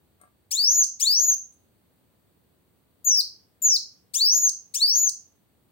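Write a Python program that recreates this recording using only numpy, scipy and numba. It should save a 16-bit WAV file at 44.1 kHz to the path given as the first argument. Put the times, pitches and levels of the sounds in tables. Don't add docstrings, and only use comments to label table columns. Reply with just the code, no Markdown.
import sys
import numpy as np
from scipy import signal
from scipy.fft import rfft, irfft, next_fast_len
from scipy.io import wavfile
from scipy.ndimage import uniform_filter1d
from numba import njit

SR = 44100
rng = np.random.default_rng(int(sys.argv[2]) if len(sys.argv) > 2 else 0)


def convert_level_to_amplitude(level_db):
    exponent = np.asarray(level_db, float) / 20
    return 10 ** exponent


def log_audio(samples):
    frames = np.atleast_2d(samples).T
    limited = np.clip(frames, -1, 1)
    pcm = np.round(limited * 32767).astype(np.int16)
    wavfile.write(sys.argv[1], SR, pcm)


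N = 251811

# [age/s, f/Hz, effort/dB]
ARCH_GLIDE = [(0, 1919, -1), (.015, 2706, 2.4), (0.034, 3333, 1.1), (.06, 3723, -2), (.085, 4435, 6.73),
              (.125, 4798, 0.5), (.235, 6760, -4), (0.289, 6849, -1.36), (.34, 6050, -0.5)]
# [age/s, f/Hz, effort/dB]
FALL_GLIDE = [(0, 6975, -16), (.014, 6720, -15.5), (.03, 6812, 1.1), (.068, 5890, 0), (.1, 5580, -1.5),
              (0.147, 4953, 1)]
HOOKED_GLIDE = [(0, 6830, -2.5), (.008, 7560, -7.5), (0.015, 6940, -7), (0.044, 6770, 6), (.08, 5980, -2),
                (.131, 5030, 3)]
# [t/s, glide length/s, lead at mid-note/s, effort in the high part/dB, effort at the close/dB]
ARCH_NOTES = [
    (.507, .323, -0.0025, 2.5, 3),
    (.995, .336, 0.0036, 1.5, -18),
    (4.135, .348, .013, 0.5, 1.5),
    (4.738, .345, -0.0055, -1.5, 3.5),
]
FALL_NOTES = [
    (3.043, .148, 0.0023, 0.47, 2.5),
]
HOOKED_NOTES = [
    (3.618, .131, .001, 0.2, 5),
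]
# [f/Hz, tone level/dB, octave level/dB]
THROAT = [(2036, -52, -38), (3317, -45.5, -20.5), (3755, -30.5, -33), (4480, -21.5, -35),
          (4750, -21.5, -40.5), (5860, -17, -51.5), (6500, -16.5, -35.5), (7440, -18, -26.5)]
# [f/Hz, level/dB]
BEAK = [(1800, -88.5), (3500, -37.5), (5000, -40), (6500, -42.5), (8200, -29), (10000, -44), (12300, -52.5),
        (14000, -39), (15400, -34.5), (17000, -40)]
OVERTONE_DB = [1.5, -3.5, -4.5, -10, -19]
# [f/Hz, level/dB, t60/s]
PERCH_MODES = [(736.7, -2.5, 0.043), (1177, 1, 0.064), (1307, -6, .04), (1620, -7, 0.084),
               (2076, -12, .055), (655, -9, 0.047)]
WIRE_MODES = [(8270, -4.5, 0.027), (8620, 3.5, 0.043), (12980, 0, 0.015), (14500, -7, .012),
              (4190, -17.5, 0.011)]
# [t/s, perch level/dB, wire level/dB]
HOP_TAPS = [
    (.201, -59.5, -71),
    (0.214, -54.5, -50.5),
    (.236, -51.5, -64),
    (0.254, -60.5, -70),
    (.275, -59.5, -70.5),
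]
# [f/Hz, t60/s, level/dB]
ROOM_TAIL = [(1500, 0.18, -7), (3360, .28, -8), (4712, 0.31, -8), (6500, 0.38, -13), (7250, 0.41, -15),
             (8610, 0.13, -4.5), (12470, .18, -12), (15000, 0.27, -13)]
# [f/Hz, direct level/dB, room level/dB]
RIGHT_SHADE = [(501, -7, 2.5), (2500, -5, 2.5), (4460, -6, 1), (6970, -6, 3.5), (9180, -15.5, -3),
               (14900, -17, 0)]
# [t/s, peak level/dB]
LEFT_TICKS = [(.617, -36), (.6612, -41), (.6685, -40.5), (.7698, -46), (1.155, -36), (1.159, -38.5),
              (3.0727, -45.5), (3.118, -35.5), (3.665, -36.5), (3.7588, -37), (4.2223, -41.5),
              (4.3222, -39), (4.3399, -37.5), (4.3596, -38.5), (4.414, -44), (4.4566, -47.5), (4.9261, -45),
              (4.9384, -42), (4.9618, -40.5), (5.0387, -40.5)]
RIGHT_TICKS = [(.6923, -45), (.7171, -38.5), (.7938, -44), (.8255, -34), (1.1815, -41.5), (1.3375, -35),
               (3.0835, -44), (3.112, -40.5), (3.6826, -40.5), (4.3755, -53), (4.3915, -42),
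               (4.4626, -42.5), (5.0775, -46)]
# [f/Hz, level per Hz/dB]
HUM_COLOUR = [(40, -18), (62, -2.5), (105, -0.5), (140, -6.5), (190, -4), (460, -10.5), (640, -16),
              (2500, -26), (4650, -26), (4950, -34.5), (7500, -31.5), (7850, -26), (11400, -30),
              (13300, -27), (15800, -21.5)]
# [f/Hz, likeness 0-1]
HUM_LIKENESS = [(60, 0.83), (130, 0.6), (290, 0.1), (640, 0.5), (1410, 0), (3100, 0.13), (6820, 0),
                (15000, 0.3)]

# (length s, last pitch Hz, tone choke dB, octave squeak dB)
ARCH_DROP, FALL_DROP = (.015, 3549.5, -4.5, 13.5), (.022, 3749, -1, -2.5)
DROP_BEND = 2
ARCH_PUFF, FALL_PUFF = (-15, .15), (-20, .02)
AIR_FROM_HZ = 5500
CREST_FROM_S, CREST_BLEND_S = 0.19, .05
WOBBLE, TREMBLE = .005, .002
HIGH_FROM_HZ, HIGH_SPAN_HZ = 4500, 1300
FLICK_S, FLICK_DB = (1.4, 1.65), -64
CAGE_DB, CAGE_T60_S = -11, .04
RIGHT_LAG = 12
TICK_LEAK_DB = -19.5
SMALL_TICKS_PER_S, SMALL_TICK_DB, SMALL_TICK_SPREAD_DB = 30, -56, 3
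GRIT_DB = -68.5
HUM_DB = -68.5
TOP_HZ, BOTTOM_HZ = 15850, 58


def bird():
    out = np.zeros(N)
    tremble = 1 + TREMBLE * walk(250) + WOBBLE * walk(40)
    effort_db = 2.2 * walk(55)
    air = breath()
    kinds = [(ARCH_NOTES, ARCH_GLIDE, ARCH_DROP, ARCH_PUFF),
             (FALL_NOTES, FALL_GLIDE, FALL_DROP, FALL_PUFF),
             (HOOKED_NOTES, HOOKED_GLIDE, FALL_DROP, FALL_PUFF)]
    for notes, shape, (drop_s, drop_hz, choke_db, squeak_db), (puff_db, puff_t60) in kinds:
        for start, glide_s, lead_s, high_db, close_db in notes:
            age, hz, push_db, drop = muscles(shape, glide_s, lead_s, drop_s, drop_hz)
            i = int(start * SR) + np.arange(len(age))
            extra_db = high_db * np.clip((hz - HIGH_FROM_HZ) / HIGH_SPAN_HZ, 0, 1) + close_db * drop
            phase = 2 * np.pi * np.cumsum(hz * tremble[i]) / SR
            tone_db = on_log(hz, THROAT) + push_db + extra_db + choke_db * np.minimum(3 * drop, 1)
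            voice = convert_level_to_amplitude(tone_db) * np.sin(phase)
            octave_db = on_log(hz, THROAT, axis=2) + extra_db + squeak_db * drop + .5 * effort_db[i[::-1]]
            voice += convert_level_to_amplitude(octave_db) * np.sin(2 * phase)
            for order, db in enumerate(OVERTONE_DB, start=3):
                over_db = db + effort_db[i - 900 * order] + on_log(order * hz, BEAK)
                audible = order * hz < .42 * SR
                voice += audible * convert_level_to_amplitude(over_db) * np.sin(order * phase)
            puff_rise = np.minimum(age / (0.062 * puff_t60), 1)
            voice += convert_level_to_amplitude(puff_db - 13.5 - 60 * age / puff_t60) * puff_rise * air[i]
            edges = np.clip(age / 0.0069, 0, 1) * np.clip((age[-1] - age) / 0.002976, 0, 1)
            out[i] = np.sqrt(2) * convert_level_to_amplitude(1.5 + effort_db[i]) * edges * voice
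    return out


def muscles(shape, glide_s, lead_s, drop_s, drop_hz):
    s, hz, db = np.transpose(shape)
    age = np.arange(int((glide_s + drop_s) * SR)) / SR
    hurry = lead_s * np.sin(np.pi * np.minimum(age / glide_s, 1)) ** 2
    along = (age + hurry) * s[-1] / glide_s
    drop = np.clip((age - glide_s) / drop_s, 0, 1)
    cornered = [np.interp(along, s, hz), np.interp(along, s, db)]
    glide, push_db = uniform_filter1d(cornered, size=450, mode="nearest")
    crest = np.clip((age - CREST_FROM_S) / CREST_BLEND_S, 0, 1)
    glide += crest * (uniform_filter1d(glide, size=1500, mode="nearest") - glide)
    return age, glide + (drop_hz - glide) * drop ** DROP_BEND, push_db, drop


def breath():
    colour_db = 0.38 * (on_log(np.fft.rfftfreq(N, 1 / SR), BEAK) + 48.5)
    air = irfft(rfft(rng.standard_normal(N)) * convert_level_to_amplitude(colour_db), N)
    return signal.sosfilt(signal.butter(2, AIR_FROM_HZ, "high", fs=SR, output="sos"), air)


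def hop():
    out, t = np.zeros(N), np.arange(SR // 4) / SR
    chance = rng.standard_normal((len(HOP_TAPS), len(PERCH_MODES) + len(WIRE_MODES)))
    for (s, perch_db, wire_db), draws in zip(HOP_TAPS, chance):
        modes = [(f, db + perch_db, t60) for f, db, t60 in PERCH_MODES]
        modes += [(f, db + wire_db, t60) for f, db, t60 in WIRE_MODES]
        tap = convert_level_to_amplitude(wire_db - 12.0 - 60 * t / 0.064) * rng.standard_normal(len(t))
        for (f, db, t60), r in zip(modes, draws):
            ring = np.sin(2 * np.pi * f * (1 + 0.00761 * r) * t)
            tap += convert_level_to_amplitude(db + 2.9 * r) * ring * convert_level_to_amplitude(-60 * t / t60)
        add(out, tap, s)
    return out


def flick():
    start, end = FLICK_S
    swell = np.sin(np.pi * np.clip((np.arange(N) / SR - start) / (end - start), 0, 1))
    band = signal.butter(3, [8000, 10200], "band", fs=SR, output="sos")
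    return convert_level_to_amplitude(FLICK_DB + 4 * walk(68.4)) * swell * signal.sosfilt(band, rng.standard_normal(N))


def room(x):
    t = np.arange(int(SR * .8)) / SR
    spectrum, hz = rfft(rng.standard_normal((2, len(t)))), np.fft.rfftfreq(len(t), 1 / SR)
    tail = convert_level_to_amplitude(CAGE_DB) * fading(t, CAGE_T60_S) * rng.standard_normal((2, len(t))) * (t > .001)
    arrival = np.clip((t - .003) / 0.0079, 0, 1)
    for centre in 500 * 2 ** np.arange(0, 5.6, .5):
        octaves = np.log2(np.maximum(hz, 1) / centre)
        share = np.cos(np.pi * np.clip(octaves, -.5, .5)) ** 2
        shape = fading(t, on_log(centre, ROOM_TAIL)) * arrival
        tail += convert_level_to_amplitude(on_log(centre, ROOM_TAIL, axis=2)) * irfft(spectrum * share, len(t)) * shape
    return signal.fftconvolve(x[None], tail, axes=1)[:, :N]


def shade(x, axis):
    return irfft(rfft(x) * convert_level_to_amplitude(on_log(np.fft.rfftfreq(N, 1 / SR), RIGHT_SHADE, axis=axis)), N)


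@njit
def limiter_gain(size, top, attack, release):
    gain, e = np.empty(len(size)), 0.
    for i in range(len(size)):
        e += (size[i] - e) * (attack if size[i] > e else release)
        gain[i] = min(1., top / (e + 1e-9))
    return gain


def ticks(size):
    out, half = np.zeros((2, N)), 90
    t = np.arange(-half, half + 1) / SR
    kick = -t / .00008 * np.exp(.5 - (t / .00008) ** 2 / 2)
    wake = 4 * np.exp(-(t / 0.00027) ** 2)
    for rows, leak_db in (LEFT_TICKS, [[0], [TICK_LEAK_DB]]), (RIGHT_TICKS, [[TICK_LEAK_DB], [0]]):
        chance = uniform_filter1d(rng.standard_normal((len(rows), len(t))), size=7, axis=1)
        for (s, db), rough in zip(rows, chance):
            shape = kick + 0.2 * np.gradient(rough) * wake
            add(out, convert_level_to_amplitude(db - 3.5 + np.array(leak_db)) * shape, s - half / SR)
    caught = rng.random((2, N)) < SMALL_TICKS_PER_S / SR * (size / .1) ** 2
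    small = caught * convert_level_to_amplitude(SMALL_TICK_DB + SMALL_TICK_SPREAD_DB * rng.standard_normal((2, N)))
    return out + signal.fftconvolve(small, kick[None], mode="same", axes=1)


def grit(size):
    grains = rng.standard_normal((2, N)) * convert_level_to_amplitude(3.84 * rng.exponential(size=(2, N)))
    band = signal.butter(2, [600, 3600], "band", fs=SR, output="sos")
    return signal.sosfilt(band, convert_level_to_amplitude(GRIT_DB) * grains * (size / 0.25) ** 2)


def hum():
    hz = np.fft.rfftfreq(N, 1 / SR)
    like = np.clip(on_log(hz, HUM_LIKENESS), 0, 1)
    mid, side = rfft(rng.standard_normal((2, N))) * convert_level_to_amplitude(on_log(hz, HUM_COLOUR))
    both = irfft(np.sqrt(1 + like) * mid + np.sqrt(1 - like) * side * np.array([[1], [-1]]), N)
    return both * convert_level_to_amplitude(HUM_DB + 2.0 + 0.5 * walk(2.6)) / np.std(both.mean(axis=0))


def on_log(hz, table, axis=1):
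    rows = np.array(table, float)
    return np.interp(np.log(np.maximum(hz, 1)), np.log(rows[:, 0]), rows[:, axis])


def walk(rate):
    k = int(SR / rate)
    held = rng.standard_normal(N)[np.arange(N) // k]
    return 1.3 * uniform_filter1d(uniform_filter1d(held, k), k)


def fading(t, t60):
    return np.sqrt(2 * np.log(1000) / t60 / SR) * convert_level_to_amplitude(-60 * t / t60)


def add(out, sound, s):
    i = int(s * SR)
    out[..., i:i + sound.shape[-1]] += sound[..., :out.shape[-1] - i]


def scene():
    near = bird() + hop()
    left_room, right_room = room(near)
    near = near + flick()
    left = near + left_room
    right = shade(np.roll(near, RIGHT_LAG), axis=1) + shade(right_room, axis=2)
    return np.array([left, right]) + hum()


def band_limit(x):
    return signal.sosfilt(signal.butter(12, 16800, fs=SR, output="sos"), x)


def record(dry):
    size = np.abs(signal.hilbert(dry, next_fast_len(N)))[:, :N]
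    gain = np.array([limiter_gain(e, convert_level_to_amplitude(-11), .07, .001) for e in size])
    limited = dry * gain + ticks(size * gain) + grit(size * gain)
    top = signal.ellip(10, .2, 60, TOP_HZ, fs=SR, output="sos")
    bottom = signal.butter(4, BOTTOM_HZ, "high", fs=SR, output="sos")
    trimmed = signal.sosfilt(np.vstack([top, bottom]), limited)
    return band_limit(trimmed)


dry = scene()
out = record(dry)
log_audio(out)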